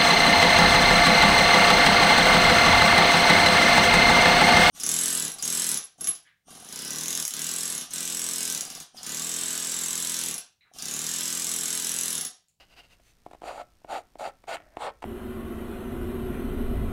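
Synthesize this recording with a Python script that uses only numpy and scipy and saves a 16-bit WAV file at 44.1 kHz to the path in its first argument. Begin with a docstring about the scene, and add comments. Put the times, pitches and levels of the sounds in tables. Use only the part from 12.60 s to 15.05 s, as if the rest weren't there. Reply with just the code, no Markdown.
"""Fingers slide softly along an emery board, a hollow rub under a high swish, as they settle their grip.
Then the board taps down and sands the paper edge of a hand-held wooden ornament in five short strokes.
In each stroke the edge catches and shakes the wood, coarse grains rasp and fine ones hiss: random tiny
impacts, filtered. Knocks are decaying sines; a light return scrape comes before the last stroke.
Behind it lie a short room tail, steady room tone and faint electrical ticks."""
import sys
import numpy as np
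from scipy import signal
from scipy.io import wavfile
from scipy.ndimage import uniform_filter1d

SR = 44100
rng = np.random.default_rng(int(sys.argv[2]) if len(sys.argv) > 2 else 0)


def dump(signal):
    """Clip the signal to [-1, 1] and save it as 16-bit WAV at the path in sys.argv[1]."""
    limited = np.clip(np.atleast_2d(signal).T, -1, 1)
    pcm = np.round(limited * 32767).astype(np.int16)
    wavfile.write(sys.argv[1], SR, pcm)


N = 108000  # length in samples

# one curve per stroke, levels ahead of the side-edge colour: (t/s, thrum level/dB, rasp level/dB, hiss level/dB)
STROKE_CURVES = [
    [(.828, -51, -63, -64), (.858, -43, -47.5, -54), (.882, -39.5, -41, -50.5), (.905, -34.5, -43.5, -54),
     (.925, -44, -49.5, -56), (.965, -42.5, -53, -56), (1.016, -37.5, -44, -58.5), (1.036, -69, -67, -69)],
    [(1.272, -64, -68, -78), (1.295, -38.5, -50, -54.5), (1.325, -35.5, -37.5, -48),
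     (1.36, -35, -35.5, -49.5), (1.382, -34.5, -40.5, -50.5), (1.39, -40.5, -51, -55),
     (1.42, -57, -76, -67)],
    [(1.586, -56, -65, -57), (1.598, -39.5, -48, -51), (1.625, -35.5, -45.5, -50),
     (1.66, -35.5, -36.5, -51), (1.688, -36.5, -45.5, -54), (1.71, -62, -54, -73)],
    [(1.871, -58, -58, -64), (1.884, -34.5, -40.5, -49), (1.905, -37, -39, -46.5),
     (1.927, -39.5, -35.5, -50), (1.944, -39.5, -35, -42.5), (1.959, -32.5, -40, -47.5),
     (1.964, -62, -54, -61), (1.99, -63, -69, -73)],
    [(2.176, -54, -62, -78), (2.194, -48.5, -56.5, -59), (2.212, -37, -41, -51.5),
     (2.245, -34.5, -37.5, -49), (2.265, -37.5, -39, -50.5), (2.282, -31.5, -38.5, -58),
     (2.297, -43, -44, -65), (2.31, -52, -54, -72)],
]
# how each stroke meets the wood: (resonance f/Hz, width f/Hz, place 0 upper edge to 1 side edge, bite level/dB)
STROKE_CONTACTS = [(718, 300, .05, -8), (747, 280, 0.044, -12), (725, 250, 0.045, -13), (706, 200, 0.15, 0),
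                   (793, 380, 1, -18)]
# shaken wood: (f/Hz, level/dB)
THRUM_COLOUR = [(30, -55), (100, -9.5), (170, -6.5), (260, -2.5), (380, -7.5), (480, -5.5), (580, -0.5),
                (740, 0), (900, -3.5), (1050, -13.5), (1300, 0), (2500, -36), (8000, -58)]
# coarse grit: (f/Hz, level/dB)
RASP_COLOUR = [(200, -21), (800, 11), (1080, -3.5), (1400, 1), (1650, -7), (2200, -8), (2700, -5.5),
               (3500, -15), (4650, -15), (5300, -20.5), (6400, -42), (15000, -39)]
# fine grit: (f/Hz, level/dB)
HISS_COLOUR = [(500, -2), (4000, 1.5), (4700, 1.5), (5200, -13.5), (5700, -2.5), (6300, -6.5), (7000, 3),
               (7900, -4.5), (8800, -1.5), (9600, -9.5), (10500, -6.5), (11000, -14.5), (11700, -9),
               (13000, -17.5), (15500, -22)]
# narrow resonances of board and ornament inside the rasp: (f/Hz, width f/Hz, level over the grit/dB)
BOARD_MODES = [(1342, 40, -21.5), (1463, 24, 2.5), (1803, 110, -2.5), (2137, 100, -10), (2450, 32, -34),
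               (2664, 80, -6), (3820, 14, 8), (4650, 280, 1.5)]
# colour the side edge adds, in proportion to the stroke's place: (f/Hz, level/dB)
SIDE_EDGE_COLOUR = [(300, -0.5), (450, 4.5), (700, -4.5), (1060, 6.5), (1300, -2.5), (1600, 2), (1800, -1),
                    (2200, 2.5), (2700, -2.5), (3100, 4), (4150, 5.5), (4650, -5.5), (5400, 2),
                    (7000, -4.5), (7800, 5.5), (8800, 1.5), (9500, 8.5), (10200, -3), (11700, -3),
                    (15000, 1)]
CATCHES_PER_S, CATCH_SPREAD_DB = 1100, 5
COARSE_PER_S, COARSE_SPREAD_DB = 5000, 5.5
FINE_PER_S, FINE_SPREAD_DB = 14000, 6
CATCH_IN_RASP = 0.38  # gain: each catch also snaps grains loose
BITE_HZ, BITE_WIDTH_HZ = 2400, 1800  # the paper's edge buzzes here when the grit bites into it

# board knocks on the edge: (t/s, knock level/dB, pitch f/Hz, tick peak level/dB, scuff level/dB)
TAPS = [(.399, -46.5, 650, -59, -64), (.6637, -24.5, 716, -66, -50.5), (0.713, -33.5, 696, -55, -51),
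        (0.7339, -30, 740, -50, -49.5), (0.7488, -32.5, 690, -53, -50.5), (0.8192, -26, 760, -52, -48.5),
        (.834, -32.5, 736, -44, -63), (0.8399, -25.5, 750, -41, -68), (0.987, -37, 725, -61, -79),
        (1.217, -51, 670, -65, -73), (1.2469, -28, 670, -47.5, -54.5), (1.5556, -29.5, 650, -50, -60.5),
        (1.840, -37, 690, -47, -55), (1.969, -53, 970, -28, -45), (2.002, -40, 755, -44.5, -56),
        (2.0216, -48, 760, -48, -79), (2.17, -18, 740, -32.5, -42.5), (2.4244, -56, 890, -36, -45),
        (2.4285, -27, 910, -37, -46), (2.441, -18.5, 747, -31, -45)]
# modes of one knock: (multiple of its pitch, level/dB, time to fall 60 dB t/s)
KNOCK_MODES = [(.43, -9.5, 0.014), (1, -2.5, 0.013), (1.45, -8.5, 0.0082)]
# dry tick of a knock: (f/Hz, level/dB)
TICK_COLOUR = [(100, -4), (900, -7), (1600, 9.5), (2900, 8), (4200, -8), (5600, -73), (8000, -47),
               (15500, -63)]
# grit skidding around a knock: (f/Hz, level/dB)
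SCUFF_COLOUR = [(100, 0), (320, -1), (500, -10.5), (750, 7.5), (1200, 3.5), (1700, -3), (3000, -7.5),
                (5500, -18.5), (8500, -16), (15500, -31.5)]
CONTACT_S = 0.00025  # the soft board presses in with this time constant
SCUFF_RISE_S, SCUFF_FALL_S = 0.0023, 0.0048
THUD_HZ, THUD_T60_S, THUD_DB = 48.4, 0.26, -30.5  # each knock nudges the table; level relative to the knock

# light drag of the board on its way back: (t/s, level/dB)
RETURN_LEVELS = [(1.96, -68), (1.99, -56.5), (2.03, -63.5), (2.082, -61.5), (2.10, -66), (2.15, -61),
                 (2.18, -57)]
# light drag: (f/Hz, level/dB)
DRAG_COLOUR = [(100, -31), (300, 4), (450, -6), (620, 11), (900, -5), (1300, -6), (1900, -1.5), (2500, -13),
               (3500, -26), (6000, -23.5), (15000, -47)]

# longer ring of the wooden ornament: (f/Hz, width f/Hz, level/dB)
RING_MODES = [(377, 13, -23), (708, 22, -9.5), (900, 5.1, -17), (1080, 9.1, -6), (1320, 8.3, -4),
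              (1466, 17, -15.5), (1805, 20, -1.5), (2225, 26, 0.5)]

# finger slides: (peak t/s, rise t/s, fall t/s, rub level/dB, swish level/dB, pitch factor as the grip moves)
SLIDES = [(.005, 0.013, 0.037, -53, -71, 1.02), (.138, 0.042, 0.0094, -58.5, -69.5, 1.01),
          (0.19, 0.026, 0.023, -50, -65, 1), (0.241, 0.013, 0.027, -59, -70, 1),
          (.328, 0.029, 0.022, -59, -65.5, 0.986), (0.491, 0.066, 0.036, -72.5, -65.5, 0.92)]
# hollow rub of skin on the board: (f/Hz, level/dB)
SKIN_COLOUR = [(100, -11), (450, -5.5), (720, 4), (1100, -8.5), (1500, -1), (1800, -8), (2100, -1),
               (2350, -5.5), (2800, 7), (3400, -11), (3950, -4.5), (4200, -10), (4700, -3), (5600, -16),
               (6100, -20), (7000, -22), (15000, -27)]
# high swish of the slide: (f/Hz, level/dB)
SWISH_COLOUR = [(500, -22), (2000, 2), (4400, 1.5), (5400, -6), (6100, 5), (7000, -2), (8500, -2.5),
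                (10000, -6), (11000, -6), (15500, -13)]

# decay of the room tail: (f/Hz, time to fall 60 dB t/s)
ROOM_T60 = [(100, 0.63), (700, 0.17), (2000, 0.29), (5000, 0.1), (15000, 0.083)]
# tone of the room tail: (f/Hz, level/dB)
ROOM_COLOUR = [(100, 2.5), (700, -5), (2000, -3.5), (5000, -9.5), (15000, -37)]
ROOM_DB = -14
# room tone: (f/Hz, level/dB)
FLOOR_COLOUR = [(20, 1), (50, 0), (85, -8), (170, -12), (400, -19.5), (720, -23), (1200, -24.5),
                (4000, -30), (9000, -35.5), (15500, -40.5)]
FLOOR_DB = -63.5

# electrical ticks: (f/Hz, level/dB)
MAINS_COLOUR = [(300, -8), (3000, -1.5), (5500, 8.5), (7200, -1), (9000, 4), (10800, -4), (12500, 2.5),
                (15500, -9.5)]
MAINS_HZ, MAINS_FIRST_S, MAINS_DB = 59.934, .0024, -48
CUTOFF_HZ = 15750


def sanding():
    """Catches of the edge shake the wood; coarse grit rasps through the board; fine grit hisses."""
    t, out = np.arange(N) / SR, np.zeros(N)
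    catches = grains(CATCHES_PER_S, CATCH_SPREAD_DB)
    push = colour(catches, THRUM_COLOUR)
    coarse = grains(COARSE_PER_S, COARSE_SPREAD_DB) + CATCH_IN_RASP * catches
    rasp = colour(coarse + modes(coarse, BOARD_MODES), RASP_COLOUR)
    hiss = colour(grains(FINE_PER_S, FINE_SPREAD_DB), HISS_COLOUR)
    for curve, (wood_hz, wood_width, place, bite_db) in zip(STROKE_CURVES, STROKE_CONTACTS):
        times, *levels = np.transpose(curve)
        on = (t >= times[0]) & (t < times[-1])
        thrum = steady(resonate(push, wood_hz, wood_width)[on])
        bite = amp(bite_db) * resonate(rasp[on], BITE_HZ, BITE_WIDTH_HZ)
        layers = thrum, unit(rasp[on] + bite), unit(hiss[on])
        stroke = sum(layer * amp(np.interp(t[on], times, db)) for layer, db in zip(layers, levels))
        edge = response([(hz, place * db) for hz, db in SIDE_EDGE_COLOUR])
        add(out, times[0], signal.fftconvolve(stroke, edge))
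    return out


def steady(x, size=900):
    """The hand's pressure holds the vibration near rms 1 over a sliding window (size in samples)."""
    return x / np.sqrt(uniform_filter1d(x ** 2, size) + 1e-12)


def taps():
    """The board meets the edge: a hand-damped knock, a dry tick, a skid of grit and a faint table thud."""
    t, clock, out = np.arange(SR // 5) / SR, np.arange(N) / SR, np.zeros(N)
    tick = response(TICK_COLOUR)
    tick = tick / abs(tick).max()
    grit = colour(grains(COARSE_PER_S, COARSE_SPREAD_DB), SCUFF_COLOUR)
    thud = amp(THUD_DB) * decaying_sine(t, THUD_HZ, THUD_T60_S)
    press = 1 - np.exp(-t / CONTACT_S)
    for s, knock_db, pitch_hz, tick_db, scuff_db in TAPS:
        knock = np.zeros(len(t))
        for k, (ratio, db, t60) in enumerate(KNOCK_MODES):
            # neighbouring modes swing against each other
            knock += (-1) ** k * amp(db) * decaying_sine(t, pitch_hz * ratio, t60)
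        add(out, s, amp(knock_db) * press * (knock - thud))
        time_constant = np.where(clock < s, SCUFF_RISE_S, SCUFF_FALL_S)
        out += amp(scuff_db) * grit * np.exp(-np.minimum(abs(clock - s) / time_constant, 20))
        add(out, s, -amp(tick_db) * tick)
    return out


def decaying_sine(t, hz, t60):
    """A struck mode: a sine that falls 60 dB in t60 seconds."""
    return np.exp(-np.log(1000) * t / t60) * np.sin(2 * np.pi * hz * t)


def return_drag():
    """The board barely touches the paper as it comes back: sparse grains make a light uneven scrape."""
    times, db = np.transpose(RETURN_LEVELS)
    level = np.interp(np.arange(N) / SR, times, db, left=-np.inf, right=-np.inf)  # silent outside
    return colour(grains(1500, 3.5), DRAG_COLOUR) * amp(level)


def ring(contact):
    """The ornament hums on briefly after each contact, through its narrow resonances."""
    return modes(contact, RING_MODES)


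def fingers():
    """Skin brushes the board in soft swells: a hollow rub and a high swish."""
    t, out = np.arange(N) / SR, np.zeros(N)
    friction = grains(9000, 6.1)
    swish = colour(grains(FINE_PER_S, FINE_SPREAD_DB), SWISH_COLOUR)
    for s, rise, fall, rub_db, swish_db, pitch in SLIDES:
        swell = np.exp(-((t - s) / np.where(t < s, rise, fall)) ** 2)
        rub = colour(friction, [(hz * pitch, db) for hz, db in SKIN_COLOUR])
        out += swell * (amp(rub_db) * rub + amp(swish_db) * swish)
    return out


def room(x, size=256):
    """A short diffuse tail of random echoes; each band decays at its own rate, the top treble soonest."""
    t = np.arange(SR // 2) / SR
    echoes = rng.standard_normal(len(t)) * (rng.random(len(t)) < 3000 / SR)  # 3000 per second
    echoes *= t > .004  # first echo after 4 ms
    hz, frame_t, bands = signal.stft(echoes, SR, nperseg=size)
    decay = np.exp(-np.log(1000) * frame_t / read(ROOM_T60, hz)[:, None])
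    tail = signal.istft(bands * decay, SR, nperseg=size)[1]
    tail = signal.fftconvolve(tail / np.linalg.norm(tail), response(ROOM_COLOUR))
    return signal.fftconvolve(x, tail)[:N]


def room_tone():
    """Steady coloured noise under everything."""
    return amp(FLOOR_DB) * colour(rng.standard_normal(N), FLOOR_COLOUR)


def mains():
    """Faint electrical interference: one thin tick per mains cycle."""
    ticks = np.zeros(N)
    ticks[(np.arange(MAINS_FIRST_S, N / SR, 1 / MAINS_HZ) * SR).astype(int)] = 1
    shape = response(MAINS_COLOUR)
    return amp(MAINS_DB) * signal.fftconvolve(ticks, shape / np.linalg.norm(shape))[:N]


def amp(db):
    """Decibels to gain."""
    return 10 ** (np.asarray(db) / 20)


def unit(x):
    """Scales to rms 1."""
    return x / np.sqrt(np.mean(x ** 2) + 1e-20)


def read(points, hz):
    """Reads a table on a log-frequency axis."""
    f, value = np.transpose(points)
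    return np.interp(np.log(hz + 1), np.log(f), value)


def add(mix, s, sound):
    """Adds a sound to the mix at a time in seconds."""
    part = mix[max(round(s * SR), 0):][:len(sound)]
    part += sound[:len(part)]


def response(points, size=4096):
    """Causal (minimum-phase) impulse response with the given spectrum."""
    log_gain = np.log(amp(read(points, abs(np.fft.fftfreq(size, 1 / SR)))))
    spectrum = np.exp(np.conj(signal.hilbert(log_gain)))
    return np.fft.ifft(spectrum).real[:size // 2]


def colour(x, points):
    """Filters x by a spectrum, at rms 1."""
    return unit(signal.fftconvolve(x, response(points))[:len(x)])


def resonate(x, hz, width):
    """One resonance with a peak gain of 1."""
    return signal.lfilter(*signal.iirpeak(hz, hz / width, SR), x)


def modes(x, table):
    """A bank of resonances side by side, each at its own level."""
    return sum(amp(db) * resonate(x, hz, width) for hz, width, db in table)


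def grains(per_s, spread_db):
    """Random tiny impacts of uneven size and either sign, at rms 1."""
    hit = rng.random(N) < per_s / SR
    sign = rng.choice([-1, 1], N)
    size_db = spread_db * np.clip(rng.standard_normal(N), -2, 2)
    return unit(hit * sign * amp(size_db))


def scene():
    """Close handwork, its room tail and the room tone."""
    contact = sanding() + taps() + return_drag()
    work = contact + ring(contact) + fingers()
    return (work + amp(ROOM_DB) * room(work) + room_tone())[None]


def record(dry):
    """Adds the mains ticks, then a steep low-pass limits the band."""
    low_pass = signal.firwin(511, CUTOFF_HZ, window=("kaiser", 9), fs=SR)
    return signal.oaconvolve(dry + mains(), low_pass[None], "same")


dry = scene()
out = record(dry)
dump(out)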